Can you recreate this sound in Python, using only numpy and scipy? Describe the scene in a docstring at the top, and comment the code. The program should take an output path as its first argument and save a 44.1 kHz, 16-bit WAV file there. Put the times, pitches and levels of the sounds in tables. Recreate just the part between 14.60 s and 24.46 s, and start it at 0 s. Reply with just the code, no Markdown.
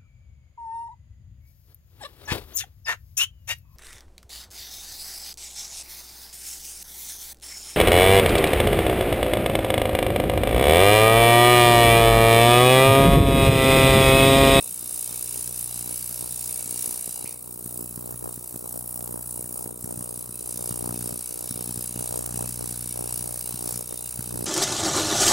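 """A buzzing hiss over a low, fluttering thrum: a small ultrasonic cleaner in a quiet room, taken in
stereo on a hand-held camera close above the open tank. The transducer is driven once per mains cycle;
each burst collapses a cloud of bubbles (the hiss, now and then a crack) and rattles the tank.
The ultrasound itself is rectified in the two microphone ports and comes out as the thrum.
Underneath are mains hum, one clink in the basket and a few soft handling bumps."""
import sys
import numpy as np
from scipy import signal
from scipy.fft import rfft, irfft, next_fast_len
from scipy.io import wavfile
from scipy.ndimage import uniform_filter1d, map_coordinates

SR = 44100
rng = np.random.default_rng(int(sys.argv[2]) if len(sys.argv) > 2 else 0)


def output_pcm(signal):
    """Save a mono or channel-first signal as 16-bit PCM at the path in sys.argv[1].

    Samples are clipped to [-1, 1] before scaling.
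    """
    pcm = np.clip(np.atleast_2d(signal).T, -1, 1) * 32767
    wavfile.write(sys.argv[1], SR, np.round(pcm).astype(np.int16))


N = 434826
TIME = np.arange(N) / SR
MAINS_HZ, CREST = 60.005, .645  # the drive peaks at this share of the mains cycle
CYCLE = TIME * MAINS_HZ - CREST + 1.5  # whole numbers fall between the bursts
FROM_CREST_S = (CYCLE % 1 - .5) / MAINS_HZ  # time from the nearest crest of the drive
SWAY_RATE = 19  # changes per second as rocking water shifts the standing waves

# Ultrasound at the ports as the microphone moves over the tank.
# Each row: time in seconds, strength in dB (used about its mean), typical push width in seconds.
BEAM = [(0, -55, 0.00042), (.38, -53.5, 0.0017), (.5, -47.5, 0.0019), (.72, -47, 0.0029),
        (.87, -42.5, 0.0016), (1.05, -46, 0.0023), (1.2, -42, 0.0015), (1.38, -48, 0.0024),
        (1.76, -43.5, 0.0025), (1.98, -51, 0.002), (2.25, -47, 0.00065), (2.55, -56.5, 0.0021),
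        (2.95, -49, 0.0012), (3.15, -46, 0.0014), (3.58, -44.5, 0.0016), (3.68, -42, 0.0025),
        (3.88, -53, 0.0012), (4.1, -47.5, .0016), (4.5, -42, 0.002), (5.16, -49.5, 0.0011),
        (5.38, -44, 0.0015), (5.5, -48.5, 0.0015), (5.88, -49, 0.0014), (6.08, -38.5, 0.00097),
        (6.18, -43, 0.0014), (6.27, -34.5, 0.00076), (6.43, -36.5, 0.0012), (6.64, -56, 0.0017),
        (6.78, -47, 0.0023), (6.88, -45.5, .001), (7.11, -40, 0.0013), (7.22, -44, 0.0015),
        (7.45, -41, 0.0022), (7.6, -42, 0.0031), (7.78, -32.5, 0.0015), (7.95, -39, 0.002),
        (8.36, -38.5, 0.002), (8.55, -39, 0.0022), (9, -44.5, 0.002), (9.16, -35, 0.0022),
        (9.28, -52, 0.00039), (9.54, -41.5, 0.0028), (9.74, -35, 0.0013), (9.86, -34.5, 0.0012)]
# Bubble collapses heard through the water. Each row: frequency in Hz, relative level in dB.
HISS_SPECTRUM = [(300, -17), (2000, -26), (2800, -30.5), (3300, -25.5), (3800, -26.5), (4400, -14.5),
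                 (5150, -9.5), (5700, -10.5), (6700, -10), (7600, -4), (8200, -2.5), (8950, 4), (9900, 4),
                 (10800, 1), (11600, 1.5), (13200, -4.5), (15700, 3)]
# Their stereo image. Each row: frequency in Hz, left-right likeness (1 is mono).
HISS_ALIKE = [(4000, 1), (6500, 0.98), (8000, 0.66), (10000, 0.92), (12000, 0.49), (15500, 0.29)]


def amp(db):
    """Decibels to gain."""
    return 10 ** (np.asarray(db) / 20)


def unit(x):
    """x at rms 1."""
    return x / np.sqrt(np.mean(x ** 2) + 1e-20)


def along(points, hz):
    """(Hz, value) points read on a log axis."""
    freqs, values = np.transpose(points)
    return np.interp(np.log(hz + 1), np.log(freqs), values)


def curves(rows):
    """One value per sample for each column after the time."""
    times, *columns = np.transpose(rows)
    return [np.interp(TIME, times, column) for column in columns]


def wobble(rate):
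    """A smooth random curve at rms 1, with rate knots a second."""
    return unit(map_coordinates(rng.uniform(-1, 1, 1024), [TIME * rate], mode="wrap"))


def per_cycle():
    """A bounded random value held through each mains cycle."""
    return np.clip(rng.standard_normal(int(CYCLE[-1]) + 1), -2, 2)[CYCLE.astype(int)]


def swells(rows, half_s):
    """Bell-shaped swells. Each row: centre in seconds, height."""
    t = TIME[::32]
    return np.interp(TIME, t, sum(height * np.exp(-.5 * ((t - s) / half_s) ** 2) for s, height in rows))


def bursts(rise_s, fall_s, delay_s, scatter_db):
    """One bell-shaped swell per mains cycle, each of its own size."""
    t = FROM_CREST_S - delay_s
    return amp(scatter_db * per_cycle()) * np.exp(-.5 * (t / np.where(t < 0, rise_s, fall_s)) ** 2)


def filtered(x, response):
    """x through a complex response given as a function of Hz."""
    size = next_fast_len(N + SR // 2)
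    return irfft(rfft(x, size) * response(np.fft.rfftfreq(size, 1 / SR)), size)[..., :N]


def stereo(pair, spectrum, alike):
    """Two unrelated signals, coloured and mixed to a left and right of given likeness."""
    def response(hz):
        turn = np.arccos(np.clip(along(alike, hz), -1, 1)) / 2
        return amp(along(spectrum, hz)) * [np.cos(turn), np.sin(turn)]
    mid, side = filtered(pair, response)
    return unit(np.array([mid + side, mid - side]))


def recurring(memory_s, fresh):
    """Two noises that nearly repeat every mains cycle, with a share of fresh noise."""
    period = round(SR / MAINS_HZ)
    carry = np.exp(-1 / (MAINS_HZ * memory_s))
    draws = rng.standard_normal((2, N // period + 1, period))
    start = carry * rng.standard_normal((2, 1, period))
    pattern = signal.lfilter([np.sqrt(1 - carry ** 2)], [1, -carry], draws, axis=1, zi=start)[0]
    pattern = pattern.reshape(2, -1)[:, :N]
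    return np.sqrt(1 - fresh) * pattern + np.sqrt(fresh) * rng.standard_normal((2, N))


def room_tone():
    """The quiet room: a low, steady rush, nearly the same left and right."""
    # Each row: frequency in Hz, relative level in dB.
    spectrum = [(20, -8), (60, 4.5), (200, 10.5), (600, 0), (1300, -1.5), (1800, -22), (2600, -42)]
    return amp(-56.5) * stereo(rng.standard_normal((2, N)), spectrum, alike=[(100, .81), (1000, 1)])


def reflections(x):
    """The room answers, treble dying first; the moving microphone blends four sets of reflections."""
    # Each row: frequency in Hz, seconds to fall 60 dB.
    decay = [(300, 0.18), (4000, 0.073), (15000, 0.0029)]
    hz, _, noise = signal.stft(rng.standard_normal((4, 2, SR // 4)), SR, nperseg=256)
    t = np.linspace(0, 1 / 4, noise.shape[-1])
    tails = signal.istft(noise * amp(-60 * t / along(decay, hz)[:, None]), SR, nperseg=256)[1]
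    blend = np.array([wobble(rate=3) for _ in tails])
    blend /= np.linalg.norm(blend, axis=0)
    return sum(share * signal.oaconvolve(x, tail / np.linalg.norm(tail[0]), axes=1)[:, :N]
               for share, tail in zip(blend, tails))


def hum(beam_db):
    """The power supply hums at the mains frequency and its octave, louder where the thrum is strong."""
    nearness_db = 0.7 * uniform_filter1d(beam_db, size=SR // 2)
    tone = np.cos(2 * np.pi * (CYCLE - .41)) + amp(-7) * np.cos(4 * np.pi * (CYCLE - .53))
    return amp(-54.5) * unit(amp(nearness_db) * tone)


def handling():
    """Soft bumps of the hand on the camera reach each microphone port differently."""
    # Each row: time in seconds, level in dB.
    bumps = [(5.25, -45), (5.39, -45), (6.52, -44), (6.92, -43), (7.82, -46), (7.89, -41), (9.59, -48),
             (9.751, -37)]
    spectrum = [(25, 10), (110, 8), (300, 18), (2500, -83)]  # Hz, dB
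    rumble = stereo(rng.standard_normal((2, N)), spectrum, alike=[(100, -0.46)])
    return swells([(s, amp(db)) for s, db in bumps], half_s=0.012) * rumble


def clink():
    """A light tap on the basket: one mode dies at once, the others ring on briefly and roughly."""
    # Each row: start in seconds, level in dB.
    taps = [(2.654, -44)]
    # Each row: frequency in Hz, relative level in dB, seconds to fall 60 dB.
    modes = [(2360, 4, 0.068), (2300, -6, 0.47), (2730, -5, 0.24), (2940, -13, .2)]
    sound = np.zeros(N)
    for start, db in taps:
        t = np.maximum(TIME - start, 0)
        ring = sum(amp(mode_db - 60 * t / t60) * np.sin(2 * np.pi * hz * t + 2 * wobble(rate=260))
                   for hz, mode_db, t60 in modes)
        sound += amp(db) * ring * (1 - np.exp(-t / .001))
    return sound


def rattle(churn_db):
    """Each burst jolts the tank and bubbles patter on its walls; its resonances come and go."""
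    # How hard the tank buzzes. Each row: time in seconds, level in dB.
    buzz = [(0, -55), (2.2, -54.5), (2.7, -59), (2.77, -68.5), (5.3, -67.5), (6.1, -59.5), (8, -57),
            (9.86, -58)]
    # Tank and basket resonances. Each row: frequency in Hz, width in Hz, relative level in dB.
    modes = [(2284, 130, -1), (2586, 113, 1.5), (2835, 98, 4), (3132, 84, -1), (3654, 106, 4),
             (3965, 165, 4.5)]
    level_db, = curves(buzz)
    jolts = unit(np.diff(np.floor(CYCLE - .5), prepend=0) * amp(2 * per_cycle()))
    patter = unit(rng.standard_normal(N) * bursts(rise_s=.0084, fall_s=.0063, delay_s=0, scatter_db=3))
    force = jolts + amp(3) * patter

    def resonance(centre, width):
        return filtered(force, lambda hz: (1j * hz * width / (centre**2 - hz**2 + 1j * hz * width)) ** 2)
    ring = sum(amp(db + 2 * wobble(rate=7)) * resonance(centre, width) for centre, width, db in modes)
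    return amp(level_db + churn_db) * unit(ring)


def beam_strength():
    """Ultrasound at the ports in dB about its average: a drift, and a sway from the rocking water."""
    drift_db, _ = curves(BEAM)
    return drift_db - drift_db.mean() + 0.8 * wobble(SWAY_RATE)


def thrum(beam_db):
    """Each burst is rectified into one pointed push of pressure, alike in both microphone ports."""
    # Knocks as standing-wave crests sweep over the ports. Each row: time in seconds, rise in dB.
    knocks = [(.228, 9.5), (.511, 8), (.545, 1), (.878, 5.5), (1.445, 6), (2.061, 8), (2.278, 7),
              (2.478, 13), (2.644, 15.5), (3.061, 11.5), (3.244, 5), (3.378, 9.5), (3.544, 7.5),
              (3.778, 12), (3.943, 9), (3.961, 15), (4.411, 0), (4.728, -2), (4.794, 6), (4.844, 6),
              (5.061, 14.5), (5.078, 2), (5.244, 13.5), (5.378, 9), (5.411, 10), (5.578, 10), (5.694, 9),
              (5.961, 6), (6.111, 12), (6.527, 11.5), (6.911, 15.5), (6.961, 9.5), (7.011, 5), (7.078, 5.5),
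              (7.094, 6.5), (7.111, 3), (7.178, 10.5), (7.361, 10), (7.394, 7), (7.511, 4.5), (8.611, 5),
              (8.944, 10), (9.327, 13), (9.594, 11)]
    knock_db = swells(knocks, half_s=0.0098)
    _, width_s = curves(BEAM)
    width_s = width_s * amp(3 * per_cycle() - .3 * knock_db)  # a knock sharpens the push
    t = FROM_CREST_S - .00075
    pushes = amp(per_cycle()) * np.exp(-abs(t / width_s) ** 1.59)  # more pointed than a bell
    grit = unit(filtered(rng.standard_normal(N), lambda hz: 1 / (1 + ((hz - 1435) / 450) ** 4)))
    pushes *= 1 + amp(-26) * grit
    # the microphone passes no steady pressure, so each push is followed by a dip
    bass_cut = lambda hz: 1j * hz / (70 + 1j * hz) / np.sqrt(1 + (92 / (hz + 1)) ** 8)
    pushes /= np.std(filtered(pushes, bass_cut))
    return filtered(amp(-49 + 0.93 * beam_db + knock_db) * pushes, bass_cut)


def flutter(beam_db):
    """Beats between the ultrasound's paths ripple each push, partly opposite in the two ports."""
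    # Strength of the beats. Each row: time in seconds, level in dB (used about its mean).
    ripple = [(0.0, -48.0), (0.72, -44.0), (1.14, -46.5), (1.3, -43.0), (1.54, -48.0), (1.62, -39.5),
              (1.9, -44.5), (2.0, -39.0), (2.64, -44.0), (2.74, -48.0), (3.14, -41.0), (3.58, -41.5),
              (3.68, -39.0), (3.86, -44.5), (3.94, -39.0), (5.1, -38.5), (5.14, -43.5), (5.4, -35.5),
              (5.44, -44.5), (5.62, -39.5), (5.64, -44.5), (5.94, -39.0), (6.26, -36.0), (6.78, -42.5),
              (6.94, -36.0), (7.36, -38.0), (7.7, -33.5), (7.98, -38.5), (8.14, -35.5), (8.32, -39.5),
              (8.64, -35.0), (9.0, -38.5), (9.12, -34.5), (9.28, -41.5), (9.36, -37.5), (9.48, -42.0),
              (9.72, -34.0), (9.84, -35.0)]
    # Their colour. Each row: frequency in Hz, relative level in dB.
    spectrum = [(40, -55), (120, -11), (240, 0.5), (380, 1.5), (650, -3), (1000, -8.5), (1500, -36.5),
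                (2200, -54), (4000, -89)]
    on_s, off_s, stall_s = -0.0029, 0.002, 0.0084  # counted from the crest of the drive
    evenness = 0.47  # 0 lets the bursts vary freely in strength, 1 levels them
    level_db, = curves(ripple)
    ripple_db = level_db - level_db.mean() + 3.5 * wobble(SWAY_RATE)
    pattern = filtered(recurring(memory_s=.09, fresh=.27), lambda hz: amp(along(spectrum, hz)))
    slowed = (TIME - FROM_CREST_S ** 2 / (2 * stall_s)) * SR  # the beats slow through each burst
    drive = (1 + np.tanh((FROM_CREST_S - on_s) / .00058)) * (1 - np.tanh((FROM_CREST_S - off_s) / .00053))
    beats = drive * np.array([map_coordinates(row, [slowed], mode="nearest") for row in pattern])
    cycle = CYCLE.astype(int)
    burst_energy = np.array([np.bincount(cycle, row ** 2)[cycle] for row in unit(beats)])
    strength = np.sqrt(burst_energy * MAINS_HZ / SR + .05)
    evened = filtered(beats / strength ** evenness, lambda hz: (1j * hz / (95 + 1j * hz)) ** 2)
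    mid_db = -51.5 + 0.66 * ripple_db + 0.085 * beam_db
    side_db = -43 + ripple_db
    mid, side = amp([mid_db, side_db]) * unit(evened)
    return np.array([mid + side, mid - side])


def spits():
    """Now and then a whole cluster of bubbles collapses at once with a sharp crack."""
    # Each row: start in seconds, starting level in dB.
    cracks = [(0.626, -19), (0.728, -27), (0.876, -20), (1.7242, -19), (2.224, -17), (3.359, -24),
              (3.96, -23), (4.408, -30), (4.4763, -23), (4.692, -33), (5.475, -36), (5.756, -22.5),
              (5.974, -21), (6.3255, -29), (6.628, -32), (7.394, -20), (7.662, -17), (8.242, -39),
              (8.5075, -32), (8.5415, -27), (8.5764, -19.5), (8.626, -23), (8.8103, -20), (9.091, -21)]
    t = np.arange(SR // 100) / SR
    envelope = np.zeros(N)
    for start, db in cracks:
        envelope[round(start * SR):][:len(t)] += amp(db - 60 * t / .018)
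    return envelope * stereo(rng.standard_normal((2, N)), HISS_SPECTRUM, HISS_ALIKE)


def shimmer(x, depth_db=0.82):
    """As the cloud moves about the tank, each band of x swells and fades on its own."""
    bands = signal.stft(x, nperseg=256)[2]
    drift = uniform_filter1d(rng.standard_normal(bands.shape[1:]), size=4, axis=0)
    drift = uniform_filter1d(drift, size=50, axis=1)
    return signal.istft(bands * amp(depth_db * unit(drift)), nperseg=256)[1][:, :N]


def cavitation(churn_db):
    """Bubbles collapse in each burst, close under the microphone; the finest fizz between bursts too."""
    # The bubble cloud. Each row: time in seconds, hiss level in dB, then low sizzle and top fizz
    # in dB against the hiss, all three before the trims below.
    levels = [(0.0, -37.5, -16, -2), (0.05, -35.5, -18.5, -8), (0.22, -35.5, -15, -4.5),
              (1.98, -34.5, -14, -5.5), (2.25, -34.5, -12.5, -4), (2.45, -35.5, -15.5, -6),
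              (2.72, -39, -13.5, -4), (2.76, -43, -18, -3), (2.98, -42.5, -19, 1), (3.03, -40.5, -18.5, 0),
              (3.65, -41.5, -17.5, -0.5), (4.8, -38, -20, -2), (5.04, -38, -16.5, -2),
              (5.12, -42.5, -19.5, -4.5), (5.3, -38.5, -17.5, -4), (5.65, -40, -17, -5),
              (6, -36.5, -14, -5.5), (8.24, -37, -11.5, -6), (8.57, -34.5, -14, -9), (8.87, -36, -12.5, -6),
              (9.14, -34, -9.5, -6), (9.25, -39, -11.5, -3), (9.8, -37, -14.5, -7), (9.86, -36.5, -12, -21)]
    # Each row: time in seconds, steady fizz in dB against the bursts, scatter of burst sizes in dB.
    cloud = [(0, -7, 0), (2.4, -8.5, 1), (3, -9.5, 1.5), (3.5, -9, 2), (3.7, -9.5, 2.2), (5.5, -11, 1.5),
             (6.2, -13, 0.84), (9.86, -12.5, 1.0)]
    # The finest bubbles. Each row: frequency in Hz, relative level in dB.
    fizz_spectrum = [(1500, 0.5), (2700, -1.5), (3300, -2.5), (3800, 3.5), (4500, 7), (7000, 10.5),
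                     (10000, 17), (13500, 15.5), (15700, 14.5)]
    # Their stereo image. Each row: frequency in Hz, left-right likeness.
    fizz_alike = [(3000, 1), (6000, 1), (9000, 0.6), (15000, .25)]
    hiss_db, sizzle_db, top_db = curves(levels)
    fizz_db, scatter_db = curves(cloud)
    snaps = amp(1.1 * np.repeat(rng.standard_normal(N // 12 + 1), 12)[:N])  # about a quarter ms each
    swell = bursts(rise_s=.0017, fall_s=.0024, delay_s=-.00047, scatter_db=scatter_db)
    pops = unit(rng.standard_normal((2, N)) * swell * snaps)
    fizz = stereo(rng.standard_normal((2, N)), fizz_spectrum, fizz_alike)
    hiss = stereo(pops + amp(-8) * reflections(pops), HISS_SPECTRUM, HISS_ALIKE) + amp(fizz_db) * fizz
    # big bubbles sizzle below the main band and fine ones fizz above it, in shifting shares
    sizzle = filtered(hiss, lambda hz: 1 / (1 + (hz / 7000) ** 12))
    top = filtered(hiss, lambda hz: 1 - 1 / (1 + (hz / 12500) ** 24))
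    main = hiss - sizzle - top
    bands = unit(main) + amp(sizzle_db + 0.5) * unit(sizzle) + amp(top_db + 3.5) * unit(top)
    return amp(hiss_db + 1.5 + churn_db) * shimmer(bands)


def scene():
    """The cleaner from just above its tank, over quiet room tone."""
    churn_db = 0.79 * wobble(rate=12)  # the churning cloud moves hiss and rattle together
    beam_db = beam_strength()
    air = room_tone()
    tank = cavitation(churn_db) + spits() + rattle(churn_db)
    ports = thrum(beam_db) + flutter(beam_db)
    return air + hum(beam_db) + clink() + handling() + ports + tank


def record(dry):
    """The camera keeps nothing above its band limit."""
    return filtered(dry, lambda hz: hz < 15880)


dry = scene()
out = record(dry)
output_pcm(out)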